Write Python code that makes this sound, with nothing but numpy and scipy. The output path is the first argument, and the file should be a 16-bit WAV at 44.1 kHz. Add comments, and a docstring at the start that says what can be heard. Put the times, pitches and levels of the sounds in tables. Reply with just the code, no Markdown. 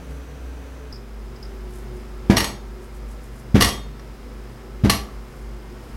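"""A low appliance hum fills a small kitchen and drops abruptly in pitch about a second in.
Faint ticks sound close to the microphone; a spatula, then hands, brush a metal cake pan full of batter.
The pan is knocked three times on a cloth-covered table, with the hard room ringing around it.
Each knock is a low thud of the table top, then some 60 ms later a bright clank and rattle
as the pan's loose metal lands again."""
import sys
import numpy as np
from scipy import signal
from scipy.fft import rfft, irfft
from scipy.io import wavfile
from scipy.ndimage import uniform_filter1d

SR = 44100
rng = np.random.default_rng(int(sys.argv[2]) if len(sys.argv) > 2 else 0)


def generate_wav(sig):
    """Save sig (samples, or channels by samples) to the path in sys.argv[1] as 16-bit PCM at SR."""
    pcm = np.round(np.clip(np.atleast_2d(sig).T, -1, 1) * 32767).astype(np.int16)
    wavfile.write(sys.argv[1], SR, pcm)


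N = 262836

# Room tone after the pitch drop. Each row: frequency in Hz, relative level in dB.
ROOM_TONE = [(25, -1), (62, 11), (95, 2.5), (150, 0.5), (300, 1.5), (480, 0.5), (600, -4.5), (1300, -8),
             (3500, -19.5), (4500, -21.5), (5050, -17.5), (5700, -23), (9000, -27), (15500, -30.5)]
# Appliance hum after the pitch drop. Each row: frequency in Hz, base rms level in dB, waver in dB.
HUM_LINES = [(51.4, -37, 2.6), (121.1, -49.5, 3.5), (146.3, -58.5, 6), (216.8, -51, 0.5), (239.6, -54, 2),
             (363.5, -53.5, 3.5), (396.5, -57, 2.5), (491, -66.5, 5), (1322, -65, 2.5), (2110, -69, 3)]
# The hum lines between 300 and 450 Hz swell and sink. Each row: time in seconds, gain in dB.
HUM_SWELL = [(0, 1), (1.1, -1.5), (1.4, 5), (1.8, 5.5), (2.15, 0.5), (2.7, 6), (2.95, -2.5), (4.3, -1.5),
             (5.96, -0.5)]
# The kitchen's reverberation. Each row: frequency in Hz, t60 in seconds.
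ROOM_T60 = [(150, 0.47), (600, 0.44), (2000, 0.29), (6000, 0.28), (10000, 0.28), (16000, 0.23)]
# Strokes over batter, pan and cloth. Each row: start in seconds, length in seconds, level in dB.
BRUSH_STROKES = [(.05, 0.16, -59), (1.627, 0.27, -56), (1.91, .15, -62), (2.79, 0.11, -58),
                 (2.89, 0.14, -58), (3.05, .13, -56), (3.19, .11, -56.5), (3.3, 0.17, -56.5),
                 (5.2, 0.37, -62.5), (5.75, 0.27, -65)]
# Small high ticks. Each row: start in seconds, level in dB.
TICKS = [(0.925, -35), (0.941, -40), (.958, -39.5), (1.36, -48), (1.4265, -36), (1.449, -44)]
# The table top under the pan. Each row: frequency in Hz, relative level in dB, free t60 in seconds.
TABLE_MODES = [(59.5, -11.5, 0.52), (79, -6, 0.16), (103, -3.5, 0.023), (136, -8.5, 0.09), (190.3, -2, 0.4),
               (228, 0.5, 0.06), (256, -56, 0.045), (331.5, -6.5, 0.32), (388, -6, 0.1), (465, -13, 0.054),
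               (576, -8, .06), (700, -36, 0.167)]
# The dull slap under the pan. Each row: frequency in Hz, relative level in dB.
SLAP_SPECTRUM = [(120, -2.5), (320, -6.5), (600, 5.5), (1000, -3.5), (2000, -4.5), (3500, -12.5),
                 (6000, -17.5), (7800, -25.5), (11500, -26.5), (16000, -37)]
# The pan's wall and base. Each row: frequency in Hz, relative level in dB, free t60 in seconds.
PAN_MODES = [(930, -14, 0.34), (1067, -10, 0.12), (1144, -8, 0.073), (1151, -3.5, 0.023), (1779, -4, 0.051),
             (1880, -6.5, 0.14), (1997, -3, 0.093), (2846, -6.5, 0.22), (3266, -13, 0.37),
             (3560, -10, 0.11), (3623, -17, 0.72), (4200, -1.5, 0.064), (4250, -23, 0.098),
             (4330, -19, 0.8), (4540, -5, 0.076), (4930, -36, 0.143), (4830, -12, 0.039),
             (5575, -3.5, 0.27), (5650, -8, 0.17), (6530, -11, 0.41), (7881, -13, 0.38),
             (8630, -10.5, 0.16), (9890, -9, 0.081), (10440, -11.5, 0.041), (11270, -11.5, 0.053),
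             (11370, -6.5, 0.043)]
# The pan's crowd of weaker modes. Each row: frequency in Hz, relative level in dB.
PAN_WASH = [(250, 2.5), (600, 0), (1150, 1), (1500, -8), (1950, -2), (2500, 0), (4400, 0), (5900, -1),
            (7200, -8), (10200, -6.5), (12500, -9), (16000, -19)]
# Light shifts of the pan. Each row: start in seconds, level in dB, tilt in dB per octave.
NUDGES = [(3.995, -30, -4), (5.087, -39, -14)]
# The pan meets the table. Each row: start in seconds, level in dB, contact in ms, share of the free
# ring time, then in dB: slap, far edge relative to the blow, far edge's slap, first rock, settling.
KNOCKS = [(2.2979, -3, 3.62, 0.47, -14, -14.5, -16, -24, -20.5),
          (3.544, -3, 6, 0.79, -21.5, -5, -14.5, -11, -17.5),
          (4.8366, -5, 7, 0.56, -26, -4.5, -19.5, -12.5, -46)]
# Loose metal lands. Each row: start in seconds, level in dB, tilt in dB per octave, share of the free
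# ring time, favoured frequency in Hz, first rattle gap in seconds, first rebound relative to the
# landing in dB, fall per rebound in dB.
LANDINGS = [(2.369, 0, -1.5, 1, 5500, .0123, -3, 2.5), (3.609, 2, -1, 1, 2840, .013, 1.5, 7),
            (4.897, 3, -1, 0.4, 4400, .0027, -3.5, 4)]


def undb(db):
    """Decibels to gain."""
    return 10 ** (np.asarray(db) / 20)


def unit(x):
    """Scale to rms 1."""
    return x / np.sqrt(np.mean(x ** 2))


def seconds(length):
    """Time axis."""
    return np.arange(int(length * SR)) / SR


def add(out, start_s, x):
    """Mix x into out at start_s."""
    i = int(start_s * SR)
    out[i:i + len(x)] += x[:N - i]


def lookup(points, hz):
    """Read (Hz, value) points on a log-frequency axis."""
    freqs, values = np.transpose(points)
    return np.interp(np.log(np.maximum(hz, 1)), np.log(freqs), values)


def noise(points, size):
    """Noise of rms 1 with a (Hz, dB) spectrum."""
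    gain = undb(lookup(points, np.fft.rfftfreq(size, 1 / SR)))
    return unit(irfft(rfft(rng.standard_normal(size)) * gain, size))


def band(x, lo_hz, hi_hz):
    """Band-pass."""
    edges = [lo_hz, min(hi_hz, SR / 2 - 10)]
    return signal.sosfilt(signal.butter(2, edges, "band", fs=SR, output="sos"), x)


def fade(t, t60):
    """Free decay, 60 dB in t60 seconds."""
    return np.exp(-np.log(1000) * t / t60)


def drift(rate_hz):
    """Smooth random drift of rms 1."""
    size = int(SR / rate_hz)
    held = np.repeat(rng.standard_normal(N // size + 1), size)
    return unit(uniform_filter1d(uniform_filter1d(held, size), size)[:N])


def appliance_hum(pitch_ratio, room_tone_db=-43, wander=0.00271):
    """Wavering hum lines over the room tone, all pitched by one ratio."""
    flutter_db = 0.5 * drift(5)
    room_tone = noise([(hz * pitch_ratio, db) for hz, db in ROOM_TONE], N)
    out = undb(room_tone_db + flutter_db) * room_tone
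    swell_db = np.interp(np.arange(N) / SR, *np.transpose(HUM_SWELL))
    for hz, db, waver_db in HUM_LINES:
        phase = 2 * np.pi * np.cumsum(hz * pitch_ratio * (1 + wander * drift(4))) / SR
        level_db = db + swell_db * (300 < hz < 450) + waver_db * drift(14)
        out += np.sqrt(2) * undb(level_db) * np.sin(phase)
    return out


def background(drop_s=0.92, crossfade_s=0.0063, early_ratio=1.195):
    """The hum starts higher and drops abruptly in pitch."""
    late = np.clip((np.arange(N) / SR - drop_s) / crossfade_s, 0, 1)
    return np.sqrt(1 - late) * appliance_hum(early_ratio) + np.sqrt(late) * appliance_hum(1)


def kitchen(x, wet_db, bass_db=-8, build_s=0.021):
    """Direct sound reaches the microphone, then a small room's dense reflections; treble dies first."""
    t = seconds(0.7)
    tail = 0
    for lo_hz in 62.5 * 2.0 ** np.arange(9):
        centre_hz = lo_hz * np.sqrt(2)
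        gain = undb(lookup([(200, bass_db), (700, 0)], centre_hz))
        octave = band(rng.standard_normal(len(t)), lo_hz, 2 * lo_hz)
        tail += gain * octave * fade(t, lookup(ROOM_T60, centre_hz))
    tail *= 1 - np.exp(-(t / build_s) ** 2)
    tail /= np.sqrt(np.sum(tail ** 2))
    return x + undb(wet_db) * signal.fftconvolve(x, tail)[:N]


def brushing():
    """Spatula, then hands, slide lightly: each stroke swells and sinks as a crackle of tiny slips."""
    pressure = np.zeros(N)
    for start_s, length_s, db in BRUSH_STROKES:
        add(pressure, start_s, undb(db) * np.sin(np.pi * seconds(length_s) / length_s) ** 2)
    slips = undb(3 * drift(500) + 2 * drift(70))
    return unit(band(slips * rng.standard_normal(N), 5900, 12200)) * pressure


def ticks(t60=0.06, snap_db=-12, rise_s=0.0014):
    """Tiny clicks that ring briefly in one high resonance."""
    out, t = np.zeros(N), seconds(0.2)
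    attack = 1 - np.exp(-t / rise_s)
    for start_s, db in TICKS:
        white = rng.standard_normal(len(t))
        ring = unit(band(white, 4830, 5360)) * fade(t, t60)
        snap = unit(band(white, 3500, 13000)) * fade(t, t60 / 2)
        add(out, start_s, undb(db) * (ring + undb(snap_db) * snap) * attack)
    return out


def slap(t60=0.087, rise_s=0.0027):
    """Base, cloth and paper liner clap together without ringing."""
    t = seconds(0.6)
    return noise(SLAP_SPECTRUM, len(t)) * fade(t, t60) * (1 - np.exp(-t / rise_s))


def thud(contact_ms, ring, puff_db=-10):
    """A cushioned push rings the table top; a longer contact leaves only the lowest modes."""
    t = seconds(0.6)
    force = np.sin(np.pi * np.minimum(t / (contact_ms / 1000), 1)) ** 2
    # the top radiates its acceleration, so the sound follows the change of the force
    change = np.gradient(force / force.sum()) * SR
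    modes = sum(undb(db) * np.cos(2 * np.pi * hz * t) / (2 * np.pi * hz) * fade(t, t60 * ring)
                for hz, db, t60 in TABLE_MODES)
    # the stopping pan also squeezes air out and sucks it back
    puff = undb(puff_db) * change / change.max()
    return signal.fftconvolve(change, modes)[:len(t)] + puff


def clank(tilt_db, ring, favoured_hz):
    """Metal on metal: a short crack, a wash of dense modes and the pan's strong modes."""
    pivot_hz, detune_spread, rise_s = 3000, 0.00127, 0.000096
    favour_db, favour_octaves = 7, 0.14
    t = seconds(0.8)
    spectrum = [(hz, db + tilt_db * np.log2(hz / pivot_hz)) for hz, db in PAN_WASH]
    crack = undb(-18) * fade(t, t60=0.072)
    wash = undb(-26) * ring * fade(t, t60=0.2)
    out = noise(spectrum, len(t)) * (crack + wash)
    # large swings die fast against the batter; the rest rings on as the grip allows
    clash = undb(-21) * fade(t, t60=0.05)
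    for hz, db, t60 in PAN_MODES:
        scatter_db, detune, start_cycles = rng.standard_normal(3)
        # the place of contact picks out some modes
        place_db = favour_db * np.exp(-(np.log2(hz / favoured_hz) / favour_octaves) ** 2)
        gain = undb(db + place_db + scatter_db + tilt_db * np.log2(hz / pivot_hz))
        ring_on = undb(-29) * ring * fade(t, t60 * ring)
        cycles = hz * (1 + detune_spread * detune) * t + start_cycles
        out += gain * (clash + ring_on) * np.sin(2 * np.pi * cycles)
    return out * (1 - np.exp(-t / rise_s))


def nudges():
    """The pan shifts against cloth and fingers with a faint, damped clank."""
    out = np.zeros(N)
    for start_s, db, tilt_db in NUDGES:
        add(out, start_s, undb(db) * clank(tilt_db, ring=0.36, favoured_hz=5620))
    return out


def knocks():
    """The base hits the table near edge first, then far edge; it rocks, and the batter settles."""
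    edge_lag_s, edge_contact_share = 0.0096, 0.623
    rock_lag_s, rock_gap_s, rock_softening, rock_fall_db, slap_fall_db = 0.02, 0.0135, 1.65, 2.5, 4
    settle_lag_s, settle_gap_s, settle_fall_db = 0.12, 0.058, 2.5
    out = np.zeros(N)
    for start_s, db, contact_ms, ring, slap_db, edge_db, edge_slap_db, rock_db, settle_db in KNOCKS:
        near_edge = undb(db) * thud(contact_ms, ring)
        add(out, start_s, near_edge + undb(slap_db) * slap())
        far_edge = undb(db + edge_db) * thud(contact_ms * edge_contact_share, ring)
        add(out, start_s + edge_lag_s, far_edge + undb(edge_slap_db) * slap())
        for k in range(3):
            rock = thud(contact_ms=3.17 * rock_softening ** k, ring=0.88)
            rock *= undb(rock_db - k * rock_fall_db)
            rock_slap = undb(edge_slap_db - (k + 1) * slap_fall_db) * slap()
            add(out, start_s + rock_lag_s + k * rock_gap_s, rock + rock_slap)
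        # the batter's weight comes down in two slow pushes
        push = undb(settle_db) * thud(contact_ms=11.8, ring=2.2)
        add(out, start_s + settle_lag_s, push)
        add(out, start_s + settle_lag_s + settle_gap_s, undb(-settle_fall_db) * push)
    return out


def rattles(graze_db=-12.5, graze_lead=0.4, gap_growth=1.8, rim_hz=10240, rebound_tilt_db=0.5):
    """Loose metal grazes, lands, then rebounds ever slower on the thin rim, which favours high modes."""
    out = np.zeros(N)
    for at_s, db, tilt_db, ring, favoured_hz, gap_s, rebound_db, fall_db in LANDINGS:
        graze = clank(tilt_db, 0.55 * ring, rim_hz)
        add(out, at_s - graze_lead * gap_s, undb(db + graze_db) * graze)
        add(out, at_s, undb(db) * clank(tilt_db, ring, favoured_hz))
        for k in range(3):
            at_s += gap_s * gap_growth ** k
            rebound = clank(tilt_db + rebound_tilt_db, ring, rim_hz)
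            add(out, at_s, undb(db + rebound_db - k * fall_db) * rebound)
    return out


def scene():
    """One microphone in the kitchen: the pan with the room around it, the ticks close and nearly dry."""
    pan = kitchen(knocks() + rattles() + nudges(), wet_db=-7)
    close_ticks = kitchen(ticks(), wet_db=-14)
    return (pan + close_ticks + brushing() + background())[None]


def record(dry, top_hz=15900):
    """The microphone overloads on the hardest thuds; the highest treble is cut."""
    low_pass = signal.ellip(10, 0.1, 80, top_hz, fs=SR, output="sos")
    return signal.sosfilt(low_pass, np.clip(dry, -1, 1))


dry = scene()
out = record(dry)
generate_wav(out)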